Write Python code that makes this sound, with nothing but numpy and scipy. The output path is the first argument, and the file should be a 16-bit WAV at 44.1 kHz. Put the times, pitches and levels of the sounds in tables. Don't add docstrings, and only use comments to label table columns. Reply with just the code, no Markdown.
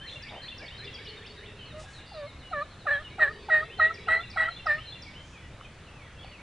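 import sys
import numpy as np
from scipy import signal
from scipy.fft import next_fast_len
from scipy.io import wavfile
from scipy.ndimage import uniform_filter1d

SR = 44100
rng = np.random.default_rng(int(sys.argv[2]) if len(sys.argv) > 2 else 0)


def master_out(mix):
    frames = np.transpose(np.atleast_2d(mix))
    ceiling = np.clip(frames, -1, 1)
    pcm = np.round(ceiling * 32767).astype(np.int16)
    wavfile.write(sys.argv[1], SR, pcm)


def rack_gain(trim_db):
    fader = np.asarray(trim_db, float)
    return 10 ** (fader / 20)


N = 283116

# time after the yelp's start in s, share of the open resonance.
BEAK_OPENING = [(.006, .42), (.017, 0.69), (.026, 0.87), (.05, .99)]
# time before the yelp's end in s, share of the open resonance.
BEAK_SHUTTING = [(.005, 0.41), (.028, .68), (.05, .9), (.08, 0.94)]
SYRINX_DB = (-5.5, -4.5)
# frequency in Hz, level relative to the voice in dB.
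OVERTONES = [(2400, -24), (3200, -40.5), (3900, -27), (4800, -53), (6500, -78.5), (8000, -58.5),
             (9000, -92), (10000, -48.5)]
# centre in Hz, width in Hz, relative level in dB.
THROAT = [(842, 130, -10), (1500, 520, -2.5), (1900, 28, -1.5), (2500, 460, -13), (4000, 200, -16),
          (8000, 140, -29.5), (10000, 290, -40)]


def yelp(rows, open_hz, bright_db, rasp_db, shut):
    hz, push_db = curve(rows)
    count = len(hz)
    t = np.arange(count) / SR
    opening = np.interp(t, *np.transpose(BEAK_OPENING))
    shutting = np.interp(t[::-1], *np.transpose(BEAK_SHUTTING))
    beak_hz = open_hz * np.minimum(opening, 1 - shut * (1 - shutting))

    partials = []
    for k, db in enumerate([0, *np.add(SYRINX_DB, bright_db)], 1):
        level_db = push_db + db
        if k == 2:
            level_db = level_db + 3 * wobble(count, 46)
        partials.append(rack_gain(level_db) * beak_gain(k * hz, beak_hz))
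    voice = np.sqrt(sum(p ** 2 for p in partials))

    rough = rack_gain(rasp_db)
    turns = np.cumsum(hz * (1 + .03 * rough * wobble(count, 260))) / SR
    flutter = np.cos(2 * np.pi * np.cumsum(165 * (1 + 0.12 * wobble(count, 33))) / SR)
    tremble = 1 + rough * (flutter + .5 * wobble(count, 210))
    low, high = 0, 0
    for k, partial in enumerate(partials, 1):
        shake = 1 + (tremble - 1) * (k - 1) / 2
        low = low + partial * shake * np.cos(2 * np.pi * k * turns)
    for k in range(4, 16):
        high = high + rack_gain(read(OVERTONES, k * hz)) * np.cos(2 * np.pi * k * turns)
    high = voice * high

    puffs = (3.6 + np.exp(-(turns % 1) / 0.076)) * rng.standard_normal(count)
    breath = sum(rack_gain(db) * evened(resonate(puffs, f, width)) for f, width, db in THROAT)
    sound = np.sqrt(2) * (low + tremble * high) + rough * voice * breath
    return sound * signal.windows.tukey(count, .05)


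def beak_gain(hz, beak_hz):
    resonance_width_hz, notch_width_hz = 206, 516
    notch_hz = 0.69 * beak_hz
    notch = abs(1 - (hz / notch_hz) ** 2 + 1j * hz * notch_width_hz / notch_hz ** 2)
    resonance = abs(1 - (hz / beak_hz) ** 2 + 1j * hz * resonance_width_hz / beak_hz ** 2)
    loss = np.hypot(1, (hz / beak_hz / 1.32) ** 4)
    return notch / loss / resonance


# time in s, pitch in Hz, effort in dB.
YELPS = [
    [(1.724, 602, -77), (1.745, 604, -44), (1.79, 627, -42.5), (1.82, 621, -51.5), (1.838, 624, -76)],
    [(2.109, 906, -62), (2.119, 842, -61), (2.149, 644, -44), (2.19, 604, -38), (2.235, 569, -37.5),
     (2.263, 581, -41), (2.29, 714, -69)],
    [(2.508, 760, -69.5), (2.524, 732, -45), (2.54, 616, -38.5), (2.57, 578.5, -35), (2.606, 572, -36),
     (2.628, 613, -42), (2.652, 688, -69)],
    [(2.852, 752, -64), (2.86, 770, -53.5), (2.873, 605, -34.5), (2.903, 539.7, -38.5), (2.911, 595, -33.5),
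     (2.971, 558, -43), (2.999, 605, -47.5), (3.027, 640, -58)],
    [(3.179, 759, -73.5), (3.187, 787, -46.5), (3.198, 636.3, -39), (3.225, 623.5, -32.5),
     (3.27, 546, -42.5), (3.305, 616, -50), (3.326, 646, -68)],
    [(3.482, 834, -71), (3.49, 849, -45), (3.504, 637.5, -36), (3.546, 621.8, -32), (3.602, 611.3, -42),
     (3.635, 635, -44), (3.658, 673, -61.5)],
    [(3.783, 763, -76.5), (3.791, 760, -47), (3.801, 650, -38), (3.817, 626.6, -35.5), (3.863, 637.4, -38),
     (3.887, 654, -46.5), (3.917, 661, -50.5), (3.937, 700, -71.5)],
    [(4.069, 813, -77), (4.077, 757, -48.5), (4.089, 643.5, -39), (4.129, 653.7, -36), (4.18, 655, -43.5),
     (4.206, 681, -49), (4.232, 712, -63.5)],
    [(4.356, 810, -80), (4.364, 786, -45), (4.376, 650.3, -40), (4.414, 641.5, -39.5), (4.45, 639.4, -42.5),
     (4.492, 668, -47.5), (4.518, 719, -64)],
    [(4.653, 765, -82), (4.661, 761, -46), (4.671, 635, -38.5), (4.709, 587.3, -36.5), (4.757, 612, -45.5),
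     (4.783, 631, -52.5), (4.807, 640, -63)],
]
# open beak resonance in Hz, gain of partials 2 and 3 in dB, rasp and breath in dB.
YELP_VOICES = [(1500, -21.5, -23), (1410, -20.5, -30), (1467, -6, -23.5), (1790, -3, -16.5),
               (1912, 1.5, -14), (1870, 1, -17), (1900, 4.5, -18.5), (1897, 4, -11.5), (1880, 4, -10.5),
               (1830, -0.5, -17)]
SHUT_DEPTHS = [0.64, .6, .6, .6, .65, 0.96, 0.97, 0.94, 0.98, .7]


def hen_turkey():
    hen = np.zeros(N)
    for rows, voice, shut in zip(YELPS, YELP_VOICES, SHUT_DEPTHS):
        add(hen, rows[0][0], yelp(rows, *voice, shut))
    return ports(hen, -.8, -.3) + rack_gain(-21) * treeline(hen, .4, .75)


def songbirds():
    out = ports(falling_notes() + rising_notes(), .01, 0.077)
    out += ports(phrases() + chips(), .4, 0.39)
    out += ports(slurs(), .4, .32)
    out += ports(single_whistles(), .3, 0.19)
    return out + rack_gain(-3) * treeline(out.mean(0), .6, .7)


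# time in s, pitch in Hz, level in dB.
RISE = [(0, 1500, -12), (.06, 1900, -10), (.085, 2600, -12), (.1, 3610, 0.5), (.112, 4100, 4)]


def rising_notes():
    start_s, gap_s, first_db, fade_db = 0.00103, .195, -42.5, -0.0706
    return sing(RISE, [(start_s + k * gap_s, first_db + k ** 2 * fade_db) for k in range(8)])


# time in s, pitch in Hz, level in dB.
FALL = [(0, 3900, -4), (.015, 3100, -3), (.03, 2200, 0), (.07, 1650, -1)]
# start in seconds, level in dB.
FALL_STARTS = [(.66, -59), (.96, -58), (1.328, -59), (1.652, -59), (1.982, -60)]


def falling_notes():
    return sing(FALL, FALL_STARTS)


# time in s, pitch in Hz, level in dB.
HOOK = [(0, 2250, -7), (.02, 2800, -0.5), (.04, 3090, -1), (.09, 3180, -7.5)]
WARBLE = [(0, 4110, -3.5), (.022, 4210, -1.5), (.034, 3890, 2.5), (.046, 4200, -4), (.07, 4100, -5.5)]
BLIP = [(0, 3350, -1), (.014, 3580, 2.5), (.028, 3550, -37)]
PIPE = [(0, 2790, 5), (.02, 2735, -0.5), (.055, 2680, -22)]
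CHIP = [(0, 6400, -21.5), (.008, 5250, -2), (.0145, 4800, -5), (.022, 4550, 4.5)]
DIP = [(0, 2500, 1), (.025, 2208, -2), (.055, 2274, -6.5)]
# figure, start after the blip in s, level in dB.
SONG = [(HOOK, -.15, -5), (WARBLE, -.067, -4), (BLIP, 0, -3), (PIPE, .031, -4.5), (CHIP, .097, -1.5),
        (DIP, .13, -5.5)]
# time of the phrase's blip in s, level in dB.
PHRASES = [(.122, -42.5), (.48, -43), (.84, -43.5), (3.84, -45), (4.2, -43.5), (4.56, -44), (4.92, -43)]
# start in seconds, level in dB.
LAST_HOOK = [(5.13, -49.5)]


def phrases():
    starts = np.array(PHRASES)
    song = sum(sing(figure, starts + [after_s, db]) for figure, after_s, db in SONG)
    return song + sing(HOOK, LAST_HOOK)


# start in seconds, level in dB.
CHIP_STARTS = [(0.624, -54), (0.766, -57), (0.84, -50.5), (1.044, -53), (1.259, -51)]


def chips():
    return sing(CHIP, CHIP_STARTS)


# time in s, pitch in Hz, level in dB.
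SLUR = [(0, 4398, 3), (.02, 4243, -1), (.05, 3750, 3.5), (.072, 3410, -10.5)]
# start in seconds, level in dB.
SLUR_STARTS = [(1.648, -59), (1.924, -55.5), (2.12, -57), (2.257, -58.5), (2.384, -61), (2.5, -62),
               (2.603, -61), (2.704, -60.5), (2.786, -61), (2.919, -57.5), (3.01, -62.5), (3.095, -61),
               (3.186, -68)]


def slurs():
    usual_gap_s, stretch_power = 0.15, .6
    bird = np.zeros(N)
    gaps_s = np.gradient(np.transpose(SLUR_STARTS)[0])
    for (s, db), gap_s in zip(SLUR_STARTS, gaps_s):
        stretch = (gap_s / usual_gap_s) ** stretch_power
        add(bird, s, whistle(np.array(SLUR) * [stretch, 1, 1], db))
    return bird


# start in seconds, length in s, start pitch in Hz, end pitch in Hz, level in dB.
WHISTLES = [(0.427, 0.047, 4620, 4280, -51.5), (0.655, .03, 4600, 4330, -49.5),
            (.744, .036, 3790, 3790, -52), (0.927, 0.047, 3375, 3263, -47), (1.05, 0.055, 3016, 2834, -48),
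            (1.084, 0.03, 4520, 4170, -48), (1.085, 0.061, 3200, 2940, -52),
            (1.163, 0.034, 3780, 3610, -52.5), (1.298, 0.027, 4380, 4530, -53.5),
            (1.37, 0.042, 3850, 3610, -52.5), (1.581, 0.099, 3200, 2790, -50),
            (1.835, 0.024, 790, 730, -51.5), (1.85, 0.11, 1650, 1648, -52.5), (2.064, .15, 2820, 2674, -60),
            (2.26, 0.053, 2165, 2175, -51.5), (2.421, 0.099, 2994, 2830, -51.5),
            (2.499, .11, 2274, 2310, -60), (2.925, .046, 3320, 3154, -47.5),
            (3.042, 0.041, 3030, 2775, -47), (3.107, 0.062, 2150, 2450, -52),
            (4.378, 0.022, 3320, 3307, -46), (5.322, 0.08, 2714, 2120, -56), (5.418, .06, 2000, 1900, -57),
            (5.42, .08, 3000, 2840, -61), (5.601, 0.067, 2900, 3190, -57), (5.645, .022, 2570, 2380, -52),
            (5.862, 0.039, 3050, 2500, -56), (5.926, .13, 2920, 2000, -57), (6.051, 0.041, 2025, 1870, -58),
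            (6.181, 0.065, 3245, 3440, -53.5), (6.189, 0.16, 4430, 4494, -64),
            (6.227, 0.047, 3230, 2200, -53), (6.268, .035, 2210, 2610, -56),
            (6.308, 0.067, 3118, 2306, -52.5), (6.378, 0.043, 2200, 2306, -56)]


def single_whistles():
    bird = np.zeros(N)
    for s, length_s, start_hz, end_hz, db in WHISTLES:
        middle_hz = (start_hz + end_hz) / 2
        figure = [(0, start_hz, -3), (length_s / 2, middle_hz, 0), (length_s, end_hz, -4)]
        add(bird, s, whistle(figure, db))
    return bird


def sing(figure, notes):
    bird = np.zeros(N)
    for s, db in notes:
        add(bird, max(s, 0), whistle(figure, db)[round(max(-s, 0) * SR):])
    return bird


def whistle(rows, level_db):
    hz, shape_db = curve(rows)
    shape_db = shape_db + 2.28 * wobble(len(hz), 150)
    tone = np.sin(2 * np.pi * np.cumsum(hz) / SR)
    return np.sqrt(2) * rack_gain(level_db + shape_db) * tone * signal.windows.tukey(len(hz), .3)


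# start in seconds, length in s, level in dB.
HOOTS = [(.7, 0.985, -55), (3.05, 1.25, -53)]


def hoots():
    out = np.zeros(N)
    for s, length_s, db in HOOTS:
        fuzz = evened(resonate(rng.standard_normal(round(length_s * SR)), 423, 100))
        add(out, s, rack_gain(db) * fuzz * signal.windows.tukey(len(fuzz), 0.28))
    return out


# start in seconds, length in s, level in dB.
BUZZES = [(2.052, .175, -58.5), (3.276, .4, -62.5)]


def insect_buzz():
    stroke_hz = 146
    out = np.zeros(N)
    for s, length_s, db in BUZZES:
        strokes = np.diff(np.floor(np.arange(length_s * SR) * stroke_hz / SR))
        strokes = strokes * (1 + .2 * rng.standard_normal(len(strokes)))
        strokes = strokes + .04 * rng.standard_normal(len(strokes))
        buzz = evened(resonate(strokes, 4600, 520))
        add(out, s, rack_gain(db) * buzz * signal.windows.tukey(len(buzz), .2))
    return out


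# start in seconds, length in s, centre in Hz, width in Hz, level in dB.
RUSTLES_AND_THUMPS = [(0.029, 0.19, 5770, 4000, -63), (0.117, 0.11, 550, 256, -52),
                      (0.271, 0.16, 706, 463, -44.5), (0.575, 0.12, 558, 400, -49.5),
                      (1.755, 0.13, 4580, 8000, -53.5), (1.817, 0.24, 5690, 5560, -60),
                      (5.157, 0.27, 6300, 2200, -64.5)]


def rustles_and_thumps():
    out = np.zeros(N)
    for s, length_s, hz, width_hz, db in RUSTLES_AND_THUMPS:
        count = round(length_s * SR)
        grains = rng.standard_normal(count) * rack_gain(wobble(count, 150))
        add(out, s, rack_gain(db) * evened(resonate(grains, hz, width_hz)) * np.hanning(count))
    return out


# start in seconds, pitch in Hz, level in dB.
TICKS = [(5.611, 1230, -28), (6.245, 760, -33), (6.246, 4000, -35)]


def twig_ticks():
    out = np.zeros(N)
    for s, hz, db in TICKS:
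        turns = np.arange(600) * hz / SR
        add(out, s, rack_gain(db) * turns * np.exp(-turns / 1.25) * np.sin(2 * np.pi * turns))
    return out


# lowest in Hz, highest in Hz.
CHORUS_HZ = (1735, 4100)
# time in s, relative level in dB.
CHORUS_LEVEL = [(0, -57), (.6, -55), (1.2, -56), (1.702, -56.5), (2.799, -64), (3.6, -54), (4.6, -55.5),
                (5.202, -60), (5.8, -65.5), (6.42, -56.5)]


def chorus():
    notes_per_s = 160
    low_hz, high_hz = CHORUS_HZ
    out = np.zeros((2, N))
    for at, pitch, glide, length, size, side in rng.random((round(notes_per_s * N / SR), 6)):
        hz = low_hz * (high_hz / low_hz) ** pitch
        end_hz = hz * (1 + 0.252 * (glide - .5))
        note = whistle([(0, hz, 0), (0.016 + 0.043 * length, end_hz, 0)], -12 * size)
        add(out[0], at * N / SR, note * (1 + .5 * (side - .5)))
        add(out[1], at * N / SR, note * (1 - .5 * (side - .5)))
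    far = evened(out) * rack_gain(np.interp(np.arange(N) / SR, *np.transpose(CHORUS_LEVEL)))
    return rack_gain(-2) * far + rack_gain(-1) * treeline(far.mean(0), 0.52, 0.91)


# frequency in Hz, relative level in dB.
AIR_SPECTRUM = [(15, -42), (25, -8.5), (80, 1.5), (174, -9.5), (229, -11), (431, -17), (540, -13.5),
                (645, -18), (1520, -19), (2450, -23), (5220, -33), (10300, -42), (13400, -68.5),
                (22000, -120)]
# frequency in Hz, side relative to mid in dB.
AIR_WIDTH = [(60, -44.5), (170, -26), (470, -17.5), (1330, -16), (3720, -7.5), (10400, 3)]


def air():
    frames, hz = N // 256 + 5, np.fft.rfftfreq(1024, 1 / SR)
    a, b, c, d, patches = rng.standard_normal((frames, 513, 5)).T
    patches = evened(uniform_filter1d(uniform_filter1d(patches, 10, 0), 14, 1))
    mid = a + 1j * b
    side = (c + 1j * d) * rack_gain(read(AIR_WIDTH, hz))[:, None]
    level = rack_gain(read(AIR_SPECTRUM, hz)[:, None] + 1.15 * patches)
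    z = np.array([mid + side, mid - side]) * level
    return rack_gain(-48) * evened(signal.istft(z, nperseg=1024, noverlap=768)[1][:, :N])


def treeline(x, t60_s, same):
    slots = np.arange(300, SR // 2, 22)
    at = slots + rng.integers(0, 22, (2, len(slots)))
    taps = np.zeros((2, SR))
    np.put_along_axis(taps, at, rng.choice([-1., 1.], at.shape) * rack_gain(-60 * at / SR / t60_s), 1)
    taps = same * taps[0] + (1 - same) * np.array([taps[1], -taps[1]])
    return signal.fftconvolve(x[None], taps / np.linalg.norm(taps[0]), axes=1)[:, :N]


def ports(x, lean_db, lead_rad):
    wave = signal.hilbert(x, next_fast_len(N))[:N]
    left = rack_gain(lean_db / 2) * (wave * np.exp(.5j * lead_rad)).real
    right = rack_gain(-lean_db / 2) * (wave * np.exp(-.5j * lead_rad)).real
    return np.array([left, right])


def evened(x):
    return x / np.sqrt(np.mean(x ** 2) + 1e-20)


def read(points, hz):
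    f, value = np.transpose(points)
    return np.interp(np.log(hz + 1), np.log(f + 1), value)


def add(mix, s, sound):
    part = mix[round(s * SR):][:len(sound)]
    part += sound[:len(part)]


def curve(rows):
    s, *columns = np.transpose(rows)
    t = np.arange(s[0], s[-1], 1 / SR)
    return [np.interp(t, s, c) for c in columns]


def resonate(x, hz, width_hz):
    turn = np.exp(2j * np.pi * hz * np.arange(len(x)) / SR)
    r = np.exp(-np.pi * width_hz / SR)
    return 2 * (turn * signal.lfilter([(1 - r) ** 2], [1, -2 * r, r * r], x / turn)).real


def wobble(count, hz):
    size = max(round(SR / hz), 1)
    return evened(uniform_filter1d(uniform_filter1d(rng.standard_normal(count), size), size))


def scene():
    small = hoots() + insect_buzz() + rustles_and_thumps() + twig_ticks()
    return hen_turkey() + songbirds() + ports(small, .2, 0.14) + chorus() + air()


def roll_off(x):
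    return signal.sosfilt(signal.butter(12, 11050, fs=SR, output="sos"), x)


def record(dry):
    edge = signal.firwin(511, 10400, window=("kaiser", 9), fs=SR)
    mix = signal.oaconvolve(dry, edge[None], "same")
    return roll_off(mix)


dry = scene()
out = record(dry)
master_out(out)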